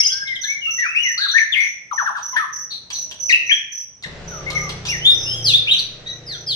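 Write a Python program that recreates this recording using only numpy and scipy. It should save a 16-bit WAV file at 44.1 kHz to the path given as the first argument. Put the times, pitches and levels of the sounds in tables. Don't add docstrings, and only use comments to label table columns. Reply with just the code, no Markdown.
import sys
import numpy as np
from scipy import signal
from scipy.fft import rfft, irfft, next_fast_len
from scipy.io import wavfile
from scipy.ndimage import uniform_filter1d, minimum_filter1d, map_coordinates

SR = 44100
rng = np.random.default_rng(int(sys.argv[2]) if len(sys.argv) > 2 else 0)


def bounce(signal):
    frames = np.transpose(np.atleast_2d(signal))
    limited = np.clip(frames, -1, 1)
    pcm = np.round(limited * 32767).astype(np.int16)
    wavfile.write(sys.argv[1], SR, pcm)


N = 288855
TIME = np.arange(N) / SR

# (t/s, length/s, start f/Hz, middle f/Hz, end f/Hz, level/dB, place of loudest moment 0-1)
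WHISTLES = [(0.0, 0.016, 2100, 2215, 2100, -18.5, 0.12), (.045, .036, 4945, 5060, 5300, -11.5, 0.52),
            (0.1, 0.13, 1542, 1585, 1635, -24.5, 1), (.245, 0.095, 2080, 2140, 1956, -21, 0.88),
            (0.433, 0.043, 1480, 1740, 1650, -25.5, .4), (.474, 0.11, 2045, 2265, 2028, -20.5, 0.25),
            (0.607, 0.096, 3040, 2784, 2743, -16.5, 1), (.666, 0.037, 1210, 1312, 1300, -34.5, 0.77),
            (.778, 0.093, 1903, 1844, 1183, -13.5, 0.092), (0.944, 0.038, 1840, 2527, 2360, -14.5, 0.7),
            (1.04, 0.074, 2225, 1981, 1785, -16.5, 0.4), (1.17, 0.085, 1057, 1630, 1557, -20, 0.99),
            (1.333, 0.045, 1382, 1782, 1838, -8, 0.93), (1.387, 0.05, 1822, 1773, 1780, -12.5, 0.96),
            (1.521, 0.032, 3590, 3196, 2040, -16, 0.44), (2.387, 0.067, 1330, 1232, 967, -18.5, .15),
            (3.324, 0.014, 3010, 2685, 2500, 3, 0.97), (3.503, 0.0188, 2030, 1796, 1640, -16, 0.59),
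            (3.51, 0.021, 2750, 3210, 3250, -5.5, 0.73), (4.303, 0.13, 1585, 1250, 1180, -35, 0.26),
            (4.46, 0.052, 1978, 2190, 2160, -23, .35), (4.5, .19, 1202, 1232, 1112, -30.5, 0.26),
            (4.553, 0.032, 2120, 2182, 1930, -15, 0.64), (4.909, 0.05, 2600, 2077, 1787, -21, 0.58),
            (5.003, 0.097, 2876, 3150, 3370, -22.5, 0.72), (5.046, 0.063, 3295, 3619, 3595, -5.5, 0.52),
            (5.101, 0.072, 4850, 5200, 5300, -34, 0.49), (5.17, 0.18, 5290, 5280, 5320, -22, 0.92),
            (5.532, 0.0358, 3234, 3597, 3760, -5.5, 0.4), (5.667, 0.042, 2150, 2920, 3500, -14.5, 0.53),
            (5.709, 0.021, 3580, 3815, 3940, -6, 0.36)]
# (t/s, length/s, start f/Hz, middle f/Hz, end f/Hz, level/dB, octave level/dB)
REEDY_NOTES = [(0.021, 0.026, 2600, 2990, 3420, -24.5, -3), (0.087, 0.036, 2600, 3300, 3310, -25.5, -17),
               (.81, .13, 1947, 2480, 2680, -23.5, -29.5), (.947, .12, 2470, 2900, 2765, -17, -28),
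               (2.324, 0.051, 1067, 994, 890, -26.5, -26), (3.291, .038, 3004, 1867, 2820, -10, -17.5),
               (4.037, 0.017, 2060, 1950, 1530, -24.5, -10.5), (4.878, .045, 2234, 2798, 2740, -23, -8.5),
               (5.239, 0.18, 2530, 3198, 3093, -28, -21), (6.056, .07, 1836, 1956, 1845, -37, 4.5)]
# (t/s, length/s, start f/Hz, end f/Hz, level/dB)
BUZZES = [(0.0, 0.015, 5393, 5540, -4), (0.066, 0.021, 5970, 5920, -13), (0.115, 0.038, 5404, 5220, -17),
          (0.163, 0.03, 5530, 5070, -23.5), (1.176, 0.021, 4300, 4170, -16),
          (1.203, 0.068, 4105, 3892, -18), (1.28, 0.047, 3950, 3780, -16.5),
          (1.545, 0.14, 2108, 2209, -15.5), (2.36, 0.0344, 1652, 1918, -11.5),
          (2.7, 0.087, 4163, 4010, -27), (2.941, 0.047, 4130, 4080, -28.5), (3.492, 0.024, 2255, 2510, -11),
          (5.749, 0.065, 3500, 4030, -18.5)]
# (t/s, top f/Hz, level/dB)
CHIPS = [(0.271, 3920, -27), (0.353, 3870, -24), (.433, 4280, -21.5), (1.253, 1605, -24),
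         (1.379, 2418, -8.5), (3.109, 3755, -32), (5.728, 3696, -13), (5.786, 4750, -15)]
# (t/s, top f/Hz, level/dB)
YELPS = [(1.911, 1397, -20.5), (1.974, 1984, -16), (2.056, 1893, -17), (2.149, 1818, -23)]
# (t/s, length/s, level/dB, lower voice start f/Hz, lower voice end f/Hz)
SWOOPS = [(5.437, .08, -12, 3500, 2417), (6.257, .098, -28, 2265, 1310), (6.461, .083, -19, 3340, 2960)]
# (start f/Hz, middle f/Hz, end f/Hz)
SWOOP_UPPER_HZ = (5530, 4330, 3236)
# (f/Hz, level/dB)
BEAK_COLOUR = [(800, 9.5), (4000, 4), (6200, 4.5), (7000, 5.5), (8700, -3.5), (10500, 2), (12000, 2.5),
               (15000, -1.5)]
# (f/Hz, level/dB)
HISS_COLOUR = [(500, -9.5), (1500, 1), (3500, 10.5), (6000, -12), (7200, -24.5), (8700, -18), (10300, -2),
               (12000, -14.5), (15000, -13)]
# (t/s, overtone and hiss gain/dB)
BEAK_AIM = [(0, 1), (.8, -1), (1.4, 0), (2.3, 6), (3.3, 1), (3.6, -3), (5.1, 6), (5.8, 3), (6.5, -0.5)]
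# (t/s, left-minus-right level/dB)
SONG_BALANCE = [(0, 5.5), (.6, 6), (1.2, 3.5), (1.5, 14.5), (2.2, 7), (3.4, 7), (4.5, 6), (5.4, 1.5),
                (6.5, 0.5)]
# (t/s, lead of left ear/s)
LEFT_EAR_LEAD = [(0, 0.00022), (1.3, 0.00016), (3.3, 0.00019), (5, 0.00018), (5.5, 0.00022)]
# (f/Hz, t60/s, level/dB)
PORCH_BANDS = [(294, 0.22, 21), (993, 0.53, 8.5), (1980, 0.68, 5.5), (3500, 0.5, 8.5), (5560, 0.69, 4.5),
               (7700, 0.33, 2), (10300, 0.41, 13.5), (14400, 0.054, 10)]
# (t/s, level/dB)
CALM_LEVELS = [(0.0, -58), (1.75, -64), (3.38, -55.5), (3.8, -68.5), (4.05, -58.5)]
BUSY_LEVELS = [(4.07, -48.5), (4.44, -46), (6.55, -56.5)]
# (f/Hz, relative density/dB per Hz)
CALM_COLOUR = [(25, -19), (60, 1.5), (150, 3), (260, -5.5), (600, -7), (1200, -15), (3000, -18.5),
               (6000, -28.5), (8000, -27.5), (15000, -66.5)]
BUSY_COLOUR = [(25, 9.5), (70, 2.5), (160, 9.5), (260, -2), (550, 2), (850, -7), (1500, -3.5), (3500, -9),
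               (6000, -14), (8000, -25), (15000, -83)]
# (f/Hz, left-right likeness 0-1)
STREET_LIKENESS = [(50, 0.84), (200, 0.78), (500, 0.42), (1200, 0.4), (3000, 0.1), (10000, 0.082)]
# (t/s, level/dB)
CHIRPS = [(0.4099, -26), (0.7037, -25.5), (1.0264, -25.5), (1.3095, -27.5), (1.6006, -31), (1.9264, -30.5),
          (2.2238, -28.5), (2.525, -28), (2.9239, -25), (3.1959, -25.5), (3.4613, -29.5), (3.716, -29),
          (4.274, -34), (4.5463, -30.5), (4.8618, -28.5), (5.1414, -30), (5.4219, -31.5), (5.7328, -35),
          (6.0661, -42), (6.318, -40.5)]
# (t/s, onset level/dB, decay/s)
SNAPS = [(2.17, -52, 0.035), (2.903, -36, 0.0073), (3.112, -35.5, 0.0029), (4.025, -43.5, 0.0047),
         (4.036, -32.5, 0.0015), (4.503, -31.5, 0.0038), (4.692, -33, 0.0064), (4.852, -36.5, 0.021)]
# (f/Hz, level/dB)
SNAP_COLOUR = [(300, -70), (900, 0.5), (2000, -5), (3800, 5.5), (5500, -4), (8000, -7), (11000, -33.5),
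               (15000, -33)]
# (t/s, working cycle f/Hz, firing tone level/dB, rest of drone level/dB)
ENGINE = [(4.06, 34.5, -42.5, -43.5), (4.32, 32.9, -47.5, -38), (4.48, 31.65, -38.5, -36.5),
          (5.13, 29.13, -41.5, -37.5), (5.48, 29.14, -30.5, -38.5), (5.77, 28.7, -48.5, -50.5),
          (6.55, 28.62, -45.5, -41.5)]
# (multiple of cycle frequency, level/dB)
ENGINE_ORDERS = [(1, -4), (2, 5), (3, 2.5), (5, 11), (6, 2), (7, -10), (9, -8.5), (12, -0.5), (15, -3),
                 (17, 3.5), (20, -4), (28, -9)]

RISE_SHARE, RELEASE_S = 0.16, 0.0038
DROOP_DB, DROOP_CURVE = 15, 1.583
REEDY_SMEAR = 0.25
BUZZ_DEPTH, BUZZ_PEAK_AT = 0.069, 0.25
CHIP_S, CHIP_FALL = 0.01822, 0.76
YELP_FALL_HZ_PER_S, YELP_END_HZ = 21000, 777
LOWER_LAG_S, LOWER_DB = 0.016, -10.5
STREET_CHANGE_S = 4.057
EDGE_HZ = 15000


def amp(db):
    return 10 ** (np.asarray(db) / 20)


def unit(x):
    return x / np.sqrt(np.mean(x ** 2) + 1e-20)


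def read(points, hz, axis=1):
    table = np.transpose(points)
    return np.interp(np.log(abs(hz) + 1), np.log(table[0] + 1), table[axis])


def over_time(points, t_s):
    return np.interp(t_s, *np.transpose(points))


def add(mix, s, sound):
    part = mix[:, max(round(s * SR), 0):][:, :sound.shape[-1]]
    part += sound[..., :part.shape[1]]


def coloured(x, colour):
    size = x.shape[-1]
    gain = amp(read(colour, np.fft.rfftfreq(size, 1 / SR)))
    return unit(irfft(rfft(x) * gain, size))


def wander(size, hz):
    full = next_fast_len(size + 8192)
    low_pass = np.exp(-(np.fft.rfftfreq(full, 1 / SR) / hz) ** 2)
    return unit(irfft(rfft(rng.standard_normal(full)) * low_pass, full))[:size]


def fade(t, length_s, rise_s, fall_s):
    rise = np.clip(t / rise_s, 0, 1)
    fall = np.clip((length_s - t) / fall_s, 0, 1)
    return np.sin(np.pi / 2 * rise * fall) ** 2


def note_hiss(size, level_db=-33):
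    return amp(level_db) * coloured(rng.standard_normal(size), HISS_COLOUR)


def note(s, length_s, pitches_hz, level_db, peak_at, overtone_db, trill=0, smear=0.66, trill_hz=185,
         jitter=0.0061, rough=0.38, flutter=0.043, third_db=-9, higher_db=-14):
    t = np.arange(int(length_s * SR)) / SR
    size = len(t)
    places_s = np.linspace(0, length_s, len(pitches_hz))
    glide_hz = np.polyval(np.polyfit(places_s, pitches_hz, len(pitches_hz) - 1), t)
    shake_hz = trill_hz * (1 + 0.093 * wander(size, 59))
    shake = np.sin(2 * np.pi * np.cumsum(shake_hz) / SR)
    trill_share = trill * (shake + rough * wander(size, 510))
    hz = glide_hz * (1 + trill_share + jitter * wander(size, 290))
    phase = 2 * np.pi * np.cumsum(hz) / SR

    swell_db = level_db - DROOP_DB * abs(t / length_s - peak_at) ** DROOP_CURVE
    swell = amp(swell_db) * fade(t, length_s, RISE_SHARE * length_s, RELEASE_S)
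    swell *= 1 + flutter * (trill > 0) * shake

    tone = np.sin(phase)
    aim = amp(over_time(BEAK_AIM, s))
    blur = smear * wander(size, 500)
    for k in range(2, 5):
        if k == 2:
            db = overtone_db
        else:
            db = min(overtone_db, -15) + third_db + higher_db * np.log2(k / 3)
        gain = aim * amp(db + read(BEAK_COLOUR, k * hz))
        below_edge = np.clip((EDGE_HZ - k * hz) / 1000, 0, 1)
        tone += gain * np.sin(k * phase + (k - 1) * blur) * below_edge
    hiss = aim * (1 + 12 * trill) * note_hiss(size)
    return s, swell * (tone + hiss)


def shama():
    song = np.zeros((1, N))
    for s, length_s, *pitches_hz, db, peak_at in WHISTLES:
        add(song, *note(s, length_s, pitches_hz, db, peak_at, overtone_db=-37.5))
    for s, length_s, *pitches_hz, db in BUZZES:
        add(song, *note(s, length_s, pitches_hz, db, BUZZ_PEAK_AT, overtone_db=-36, trill=BUZZ_DEPTH))
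    for s, length_s, *pitches_hz, db, octave_db in REEDY_NOTES:
        add(song, *note(s, length_s, pitches_hz, db, peak_at=0.45, overtone_db=octave_db, smear=REEDY_SMEAR))
    for s, top_hz, db in CHIPS:
        fall_hz = (top_hz, top_hz * CHIP_FALL)
        add(song, *note(s, CHIP_S, fall_hz, db, peak_at=0.62, overtone_db=-27.5, trill=0.055))
    for s, top_hz, db in YELPS:
        length_s = (top_hz - YELP_END_HZ) / YELP_FALL_HZ_PER_S
        add(song, *note(s, length_s, (top_hz, YELP_END_HZ), db, peak_at=0.23, overtone_db=-51.5))
    for s, length_s, db, *lower_hz in SWOOPS:
        add(song, *note(s, length_s, SWOOP_UPPER_HZ, db, peak_at=0.62, overtone_db=-28.5,
                        smear=3.5, jitter=0.011))
        add(song, *note(s + LOWER_LAG_S, length_s, lower_hz, db + LOWER_DB, peak_at=0.49, overtone_db=-19))
    return song


def ear_delay(pair):
    lag = over_time(LEFT_EAR_LEAD, TIME) * SR
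    return np.array([pair[0], map_coordinates(pair[1], [np.arange(N) - lag], order=5)])


def near_wall(pair, left_s=0.0028, right_s=0.0055, wall_db=-11):
    echo = [np.interp(TIME - delay_s, TIME, side, left=0) for side, delay_s in zip(pair, (left_s, right_s))]
    return pair + amp(wall_db) * np.array(echo)


def porch(x, gap_s=0.0019, early_db=4, early_s=0.034, walls_db=-11):
    taps = rng.standard_normal((2, SR)) * (rng.random((2, SR)) < 4000 / SR)
    hz, t, z = signal.stft(taps, SR, nperseg=256)
    band_db = read(PORCH_BANDS, hz, axis=2)[:, None]
    decay_db = 60 * t / read(PORCH_BANDS, hz)[:, None]
    z = z * amp(band_db - decay_db + early_db * np.exp(-t / early_s))
    tail = signal.istft(z, SR, nperseg=256)[1][:, :SR]
    tail = tail * np.clip(TIME[:SR] / gap_s - 1, 0, 1)
    tail /= np.linalg.norm(tail, axis=1, keepdims=True)
    for side in tail:
        slaps = (SR * rng.uniform(0.005, 0.035, size=6)).astype(int)
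        side[slaps] += amp(walls_db) * rng.choice([-1, 1], size=6)
    return signal.fftconvolve(x, tail, axes=1)[:, :N]


def street(levels, colour, level_db):
    a, b = rfft(rng.standard_normal((2, N)))
    same = np.clip(read(STREET_LIKENESS, np.fft.rfftfreq(N, 1 / SR)), -1, 1)
    pair = irfft(np.array([a, same * a + np.sqrt(1 - same ** 2) * b]), N)
    swell_db = 0.9 * wander(N, 6)
    return coloured(pair, colour) * amp(over_time(levels, TIME) + level_db + swell_db)


def cricket(stroke_s=0.0275, length_s=0.014, top_hz=6220, end_hz=5700, tiring_db=-0.12, octave_db=-32,
            count=4):
    out = np.zeros((1, N))
    t = np.arange(int(length_s * SR)) / SR
    for s, db in CHIRPS:
        for k in range(count):
            sag_hz = top_hz + (end_hz - top_hz) * t / length_s
            hz = sag_hz * (1 + 0.014 * wander(len(t), 500))
            phase = 2 * np.pi * np.cumsum(hz) / SR
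            ring = np.sin(phase) + amp(octave_db) * np.sin(2 * phase)
            ring *= fade(t, length_s, 0.0066, 0.0033)
            add(out, s + k * stroke_s, amp(db + tiring_db * k) * ring[None])
    return out


def snaps(level_db=-6):
    out = np.zeros((1, N))
    t = np.arange(8192) / SR
    for s, db, decay_s in SNAPS:
        burst = coloured(rng.standard_normal((1, len(t))), SNAP_COLOUR)
        add(out, s, amp(db + level_db) * burst * np.exp(-t / decay_s))
    return out


def whine(start_s=2.86, length_s=0.71, high_hz=670, low_hz=550, level_db=-56):
    fall_hz = np.interp(TIME, [start_s, start_s + length_s], [high_hz, low_hz])
    hz = fall_hz * (1 + 0.0665 * wander(N, 78))
    tone = np.sin(2 * np.pi * np.cumsum(hz) / SR)
    return amp(level_db) * fade(TIME - start_s, length_s, 0.2, 0.13) * tone


def engine(firing_db=-1, drone_db=0, unsteady=0.0044, rough=0.51):
    t_s, *columns = np.transpose(ENGINE)
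    cycle_hz, tone_db, rest_db = (np.interp(TIME, t_s, column) for column in columns)
    phase = 2 * np.pi * np.cumsum(cycle_hz * (1 + unsteady * wander(N, 8.8))) / SR
    firing = np.sin(4 * phase)
    drone = np.zeros(N)
    for k in np.setdiff1d(np.arange(1, 29), 4):
        strength = amp(read(ENGINE_ORDERS, k)) * (1 + rough * wander(N, 2.9))
        drone += strength * np.sin(k * phase + 2 * np.pi * rng.random())
    return unit(firing) * amp(tone_db + firing_db) + unit(drone) * amp(rest_db + drone_db)


def scene():
    song, chirps, cracks = shama(), cricket(), snaps()
    balance_db = over_time(SONG_BALANCE, TIME)
    bird = song * amp(np.array([balance_db, -balance_db]) / 2)
    near = near_wall(ear_delay(bird + amp(15.5) * cracks)) + chirps * amp([[-10], [4]])
    walls = porch(amp(-2) * song + amp([[6], [10]]) * chirps + amp(17) * cracks)

    busy = np.clip((TIME - STREET_CHANGE_S) / 0.0013, 0, 1)
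    calm_street = street(CALM_LEVELS, CALM_COLOUR, level_db=4)
    busy_street = street(BUSY_LEVELS, BUSY_COLOUR, level_db=9) + engine()
    outside = (1 - busy) * calm_street + busy * busy_street
    return near + walls + (outside + whine()) * amp([[0.4], [-0.4]])


def record(dry):
    peak = -minimum_filter1d(-abs(dry).max(0), 200)
    held = dry / uniform_filter1d(np.maximum(peak / 0.95, 1), 200)
    low_pass = signal.firwin(511, EDGE_HZ, window=("kaiser", 9), fs=SR)
    return signal.oaconvolve(held, low_pass[None], "same")


dry = scene()
out = record(dry)
bounce(out)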